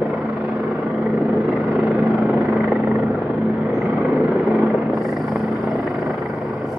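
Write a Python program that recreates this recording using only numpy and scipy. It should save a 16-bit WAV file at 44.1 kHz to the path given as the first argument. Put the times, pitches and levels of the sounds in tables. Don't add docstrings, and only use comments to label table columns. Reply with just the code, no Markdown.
import sys
import numpy as np
from scipy import signal
from scipy.fft import rfft, irfft
from scipy.io import wavfile
from scipy.ndimage import uniform_filter1d

SR = 44100
rng = np.random.default_rng(int(sys.argv[2]) if len(sys.argv) > 2 else 0)


def waveform_to_disk(signal):
    frames = np.transpose(np.atleast_2d(signal))
    scaled = np.clip(frames, -1, 1) * 32767
    samples = np.round(scaled).astype(np.int16)
    wavfile.write(sys.argv[1], SR, samples)


N = 298998
TIME, FREQ = np.arange(N) / SR, np.fft.rfftfreq(N, 1 / SR)
MAIN_HZ, TAIL_HZ = 25.78, 72.92


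def amp(db):
    return 10 ** (np.asarray(db) / 20)


def unit(x):
    return x / np.sqrt(np.mean(abs(x) ** 2) + 1e-20)


def curves(rows):
    times, *columns = np.transpose(rows)
    return [np.interp(TIME, times, c) for c in columns]


def spectra(rows, hz):
    freqs, *columns = np.transpose(rows)
    return [np.interp(np.log(hz + 1), np.log(freqs + 1), c) for c in columns]


def wander(rate):
    t = np.linspace(0, N / SR, num=3000)
    hz = rate * np.geomspace(1 / 10, 1, num=12)[:, None]
    waves = np.sin(2 * np.pi * (hz * t + rng.random(hz.shape)))
    return np.interp(TIME, t, unit(waves.sum(0)))


def eddies(grain_db):
    grains = unit(uniform_filter1d(rng.standard_normal(N), size=110))
    return rng.standard_normal((2, N)) * amp(grain_db * grains)


def churn(pair, shape, patchy_db, drift):
    hz, times, frames = signal.stft(pair, SR, nperseg=1024)
    patches = uniform_filter1d(rng.standard_normal(frames.shape[1:]), size=4, axis=0)
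    patches = unit(uniform_filter1d(patches, size=16, axis=1))
    slide = np.exp(drift * np.interp(times, TIME, wander(3)))
    eq_db = spectra(shape, hz[:, None] * slide)[0] + patchy_db * patches
    return signal.istft(frames * amp(eq_db), nperseg=1024)[1][:, :N]


def harmonics(blade_hz, orders, flutter, flutter_rate, start=0):
    out, passes = np.zeros(N), blade_hz * TIME + start
    for k, db in orders:
        stray = flutter * k * (wander(flutter_rate) + 1j * wander(flutter_rate))
        partial = np.exp(2j * np.pi * (k * passes + 0.5 * rng.random()))
        out += amp(db) * unit(((1 + stray) * partial).real)
    return out


# f/Hz, coherence, left lead/rad, left minus right/dB
STEREO_IMAGE = [(450, .98, .15, .5), (650, .89, .4, 1.2), (900, .78, .2, 5), (1150, .6, -1, 4.4),
                (1400, .6, -.3, 1.6), (1700, .2, -2.2, 0), (2000, .55, -.3, -2.7), (2900, .28, -2.3, 2),
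                (4500, .18, -.8, -2)]

def mic_ports(pair):
    coherence, phase, tilt_db = spectra(STEREO_IMAGE, FREQ)
    width = 1 - np.exp(-(FREQ / 400) ** 3)
    shared = 1 - width * (1 - np.clip(coherence, 0, 1))
    left, other = rfft(pair)
    right = (shared * left + np.sqrt(1 - shared ** 2) * other) * np.exp(-1j * phase * width)
    tilt = amp(width * tilt_db / 2)
    return irfft(np.array([left * tilt, right / tilt]), N)


# t/s, length/s, top pitch/Hz, level/dB
CHIRPS = [(0.25, 0.16, 6300, -83), (3.73, 0.22, 6300, -72)]

def bird(waver=.035, top_s=0.04, bend_hz_per_s2=44000, ramp_s=0.014, fade_db=-12):
    out = np.zeros(N)
    hoarse = 1 + waver * unit(uniform_filter1d(rng.standard_normal(N), size=30))
    for start, length, top_hz, db in CHIRPS:
        t = np.clip(TIME - start, 0, length)
        hz = top_hz - bend_hz_per_s2 * (t - top_s) ** 2
        gate = np.minimum(np.minimum(t, length - t) / ramp_s, 1)
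        whistle = unit(np.sin(2 * np.pi * np.cumsum(hz * hoarse) / SR))
        out += gate * amp(db + fade_db * (t / length) ** 2) * whistle
    return out


# t/s, length/s, level/dB
ZOOM_RUNS = [(0, 1.4, -76), (4.91, 2.3, -62.5), (5.14, .3, -67.5)]
# t/s, length/s, level/dB
LENS_SPURTS = [(.04, .075, -83), (5.013, .16, -63), (6.652, .19, -62)]
# f/Hz, width/Hz, relative level/dB
HOUSING_MODES = [(4680, 350, 1), (5200, 60, 3), (9070, 480, -14.5), (11050, 1100, -16)]
# f/Hz, gain/dB
RUSH_EQ = [(3500, -10.5), (4800, -0.5), (6300, -2), (8500, 0), (11300, -3.5), (14500, -25.5)]

def zoom_motor(attack_s=.06, fade_db_per_s=3.5, spurt_ramp_s=0.041, rattle_db=3.5, glide_db=-7):
    whine_gain, spurt_gain = np.zeros((2, N))
    for start, length, db in ZOOM_RUNS:
        since = np.maximum(TIME - start, 0)
        whine_gain += np.minimum(since / attack_s, 1) * amp(db - fade_db_per_s * since) * (since < length)
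    for start, length, db in LENS_SPURTS:
        inside_s = np.minimum(TIME - start, start + length - TIME)
        spurt_gain += amp(db) * np.clip(inside_s / spurt_ramp_s, 0, 1)
    mid, side = eddies(grain_db=0.5) * amp(1.6 * wander(110))
    teeth = mid + 0.61 * np.array([side, -side])
    ringing = 0
    for hz, width, db in HOUSING_MODES:
        rattle = teeth * amp(rattle_db * wander(140))
        ringing += rfft(rattle) * amp(db) / (1 + (2 * (FREQ - hz) / width) ** 2)
    rush = unit(churn(teeth, RUSH_EQ, patchy_db=3.0, drift=.015))
    return unit(irfft(ringing, N)) * whine_gain + rush * (spurt_gain + amp(glide_db) * whine_gain)


# harmonic number, level/dB
TAIL_PARTIALS = [(1, -53.5), (2, -40.5), (4, -42), (5, -38.5), (6, -38.5), (7, -40)]
# t/s, level/dB
DRONE_LEVEL = [(0.54, -28.5), (1.42, -22.5), (1.51, -31.5), (1.72, -23), (2.48, -22), (3.07, -22),
               (3.15, -29), (3.3, -33.5), (3.46, -21), (3.78, -26.5), (3.95, -25.5), (4.24, -34.5),
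               (4.33, -21.5), (4.42, -37.5), (4.48, -22), (4.66, -19), (4.87, -27.5), (5.2, -30),
               (5.38, -24.5), (5.66, -27), (5.8, -35)]

def tail_rotor():
    hum = harmonics(TAIL_HZ, TAIL_PARTIALS, flutter=0.14, flutter_rate=7.0)
    drone = harmonics(TAIL_HZ, [(3, 0)], flutter=0.07, flutter_rate=11.0)
    return hum + drone * amp(curves(DRONE_LEVEL)[0])


# t/s, lead of the beat/blade passes, chop depth factor
DISC_SWAY = [(0.0, 0.31, 1.1), (0.94, 0.55, 0.84), (2.31, 0.66, 0.95), (2.67, 0.78, 0.98),
             (3.45, 0.79, 0.64), (3.87, 0.44, 0.73), (5.29, 0.74, 1), (5.57, 0.55, 0.8), (6.15, 0.58, 1.2),
             (6.76, 0.34, 0.36)]

def blade_chop(lead, depth_db, skew, peak, uneven_db):
    disc_lead, chop = curves(DISC_SWAY)
    passes = MAIN_HZ * TIME + disc_lead + lead
    angle = 2 * np.pi * passes
    beat = np.cos(angle) - skew * np.sin(2 * angle) + peak * (np.cos(2 * angle) + np.cos(3 * angle) / 2)
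    accent = rng.standard_normal(N)[np.round(passes).astype(int)]
    return amp(chop * (depth_db * beat + uneven_db * accent * (1 + np.cos(angle)) / 2))


# t/s, wake fader/dB, swish fader/dB
BLADE_LOAD = [(0.0, -21.5, -30.5), (0.5, -25.5, -28.5), (0.68, -22, -29), (0.94, -22, -31.5),
              (1.34, -17.5, -30.5), (1.55, -19.5, -28), (1.82, -17, -26.5), (2.55, -18, -27),
              (3.15, -20.5, -30.5), (3.5, -21, -31.5), (3.97, -18, -27), (4.15, -15.5, -27.5),
              (4.47, -18.5, -27), (4.69, -18.5, -27.5), (5.09, -22.5, -31.5), (5.6, -22, -28.5),
              (6.03, -22.5, -29), (6.45, -25, -32)]
# f/Hz, gain/dB
ROAR_EQ = [(40, -52.5), (85, -25), (125, -18.5), (165, -7.5), (200, -5.5), (260, -2), (350, 1), (500, 0),
           (570, -9.5), (750, -13), (1100, -23), (3000, -87.5)]
SWISH_EQ = [(300, -34.5), (600, 3), (780, -2), (1020, -5), (1160, -2), (1270, -10), (1450, -4.5),
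            (1650, -10.5), (2200, -16.5), (2650, -24), (3200, -27), (3900, -38), (5000, -45), (6000, -61),
            (9000, -88)]

def rotor_wash():
    wake_db, swish_db = curves(BLADE_LOAD)
    roar = eddies(grain_db=-0.6)
    roar *= blade_chop(lead=0.038, depth_db=3.0, skew=0.23, peak=0.048, uneven_db=0.5)
    roar = unit(churn(roar, ROAR_EQ, patchy_db=1.5, drift=0.031))
    swish = eddies(grain_db=0.72)
    swish *= blade_chop(lead=-0.024, depth_db=2.5, skew=0.14, peak=0.05, uneven_db=0.74)
    swish = unit(churn(swish, SWISH_EQ, patchy_db=2.0, drift=0.0082))
    return roar * amp(wake_db - 4.0) + swish * amp(swish_db - 1.5)


# t/s, level/dB
TIP_LEVEL = [(0.75, -53), (1.02, -39.5), (1.33, -48), (1.57, -42.5), (2.3, -49.5), (2.64, -37),
             (3.0, -43.5), (3.48, -53), (3.7, -39.5), (4.95, -49.5), (5.08, -41), (5.5, -47.5), (5.85, -46),
             (6.25, -46.5), (6.76, -55.5)]

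def tip_hiss(base_hz=2214, sag_hz_per_pass=418.8, rise_hz_per_db=28, width_hz=150):
    disc_lead, swish_db = curves(DISC_SWAY)[0], curves(BLADE_LOAD)[1]
    centre_hz = base_hz - sag_hz_per_pass * disc_lead + rise_hz_per_db * (swish_db - swish_db.mean())
    low_noise = irfft(rfft(eddies(grain_db=4.0)) * np.exp(-(FREQ / width_hz) ** 2 / 2), N)
    hiss = low_noise * np.cos(2 * np.pi * np.cumsum(centre_hz) / SR)
    hiss *= blade_chop(lead=0.027, depth_db=6.5, skew=0.18, peak=0.065, uneven_db=1.5)
    return unit(hiss) * amp(curves(TIP_LEVEL)[0])


# harmonic number, relative level/dB
THROB_PARTIALS = [(2, -34.5), (3, -17.5), (4, -7), (5, -3)]
BUZZ_PARTIALS = [(6, -14.5), (7, -17.5), (9, -21.5), (10, -12.5), (14, -19.5)]
# t/s, fader/dB
THROB_LEVEL = [(0.0, -44), (1.3, -37), (3.05, -31), (4.15, -37), (4.65, -39), (5.5, -35), (6.76, -36.5)]

def main_rotor():
    throb = harmonics(MAIN_HZ, THROB_PARTIALS, flutter=0.057, flutter_rate=5.0, start=0.62)
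    buzz = harmonics(MAIN_HZ, BUZZ_PARTIALS, flutter=0.057, flutter_rate=5.0, start=0.62)
    return throb * amp(curves(THROB_LEVEL)[0]) + buzz * amp(curves(BLADE_LOAD)[0])


def pulse(shape, tail_db, decay_s):
    t = np.arange(-SR // 20, SR // 20) / SR
    tail = rng.standard_normal((2, len(t))) * np.exp(-abs(t) / decay_s) * (t > 0)
    burst = unit(1.0 * (t == 0)) + amp(tail_db) * unit(tail)
    phase_turn = np.exp(2j * np.pi * rng.random((2, 1)))
    eq_db = spectra(shape, np.fft.rfftfreq(len(t), 1 / SR))[0]
    burst = irfft(rfft(burst) * phase_turn * amp(eq_db))
    return burst / np.sqrt(uniform_filter1d(burst ** 2, size=130).max(1, keepdims=True))


# f/Hz, gain/dB
THUD_EQ = [(100, -38.5), (240, -5), (420, -2), (650, -9.5), (1400, -40.5), (6000, -110)]
CRACK_EQ = [(400, -16.5), (800, 11), (1450, 1), (2000, -16.5), (2700, -28.5), (4500, -44.5), (8000, -87.5)]
ZING_EQ = [(1200, -40), (1800, -0.5), (2050, -1), (2700, -33.5), (6000, -83)]
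# t/s, thud level/dB, crack level/dB, zing level/dB
SLAPS = [(1.177, -19.5, -32.5, -34.5), (1.53, -25, -38.5, -33.5), (1.574, -25, -24, -29),
         (1.792, -16, -31, -40.5), (2.489, -14.5, -30.5, -39.5), (2.607, -26, -33, -30.5),
         (2.643, -27.5, -26, -26.5), (2.721, -14, -19.5, -29), (2.837, -26, -36, -33),
         (2.875, -15.5, -28, -36.5), (2.915, -19.5, -24.5, -42.5), (2.956, -27, -27.5, -27.5),
         (3.033, -17.5, -34.5, -35.5), (3.2212, -24.5, -28, -46.5), (3.304, -21, -42, -51),
         (4.211, -18.5, -29, -43.5), (4.475, -26, -22, -37.5), (4.635, -15.5, -30.5, -43),
         (4.7475, -9.5, -28, -50.5), (4.9, -17.5, -30.5, -39), (4.9353, -13.5, -36, -54),
         (4.974, -25, -22.5, -44), (5.051, -19.5, -25.5, -32.5), (5.128, -23.5, -33.5, -30.5),
         (5.282, -24, -24, -32.5), (5.322, -21, -30.5, -41.5), (5.3589, -17.5, -23.5, -34),
         (5.674, -18, -31, -38.5), (5.876, -20.5, -34.5, -26), (6.028, -25, -37, -37.5),
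         (6.26, -29, -33.5, -32.5), (6.646, -19, -37.5, -51.5)]

def blade_slaps(echo_db=-12.0, echo_s=0.0095):
    out = np.zeros((2, N))
    for t, thud_db, crack_db, zing_db in SLAPS:
        slap = amp(thud_db) * pulse(THUD_EQ, tail_db=-1.5, decay_s=0.006)
        slap += amp(crack_db) * pulse(CRACK_EQ, tail_db=6, decay_s=0.0028)
        slap += amp(zing_db) * pulse(ZING_EQ, tail_db=6, decay_s=0.0035)
        length = slap.shape[1]
        first = int(t * SR) - length // 2
        out[:, first:first + length] += slap
    return out + amp(echo_db) * np.roll(out, int(echo_s * SR), axis=1)


def scene():
    soft_ends = signal.windows.tukey(N, .002)
    blade_noise = (rotor_wash() + tip_hiss() + blade_slaps()) * soft_ends
    return mic_ports(blade_noise) + main_rotor() + tail_rotor() + bird() + zoom_motor()


def record(dry):
    hiss = amp(-81.5) * rng.standard_normal(N)
    high_cut = signal.ellip(10, .05, 70, 15100, fs=SR, output="sos")
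    return signal.sosfiltfilt(high_cut, dry + hiss)


dry = scene()
out = record(dry)
waveform_to_disk(out)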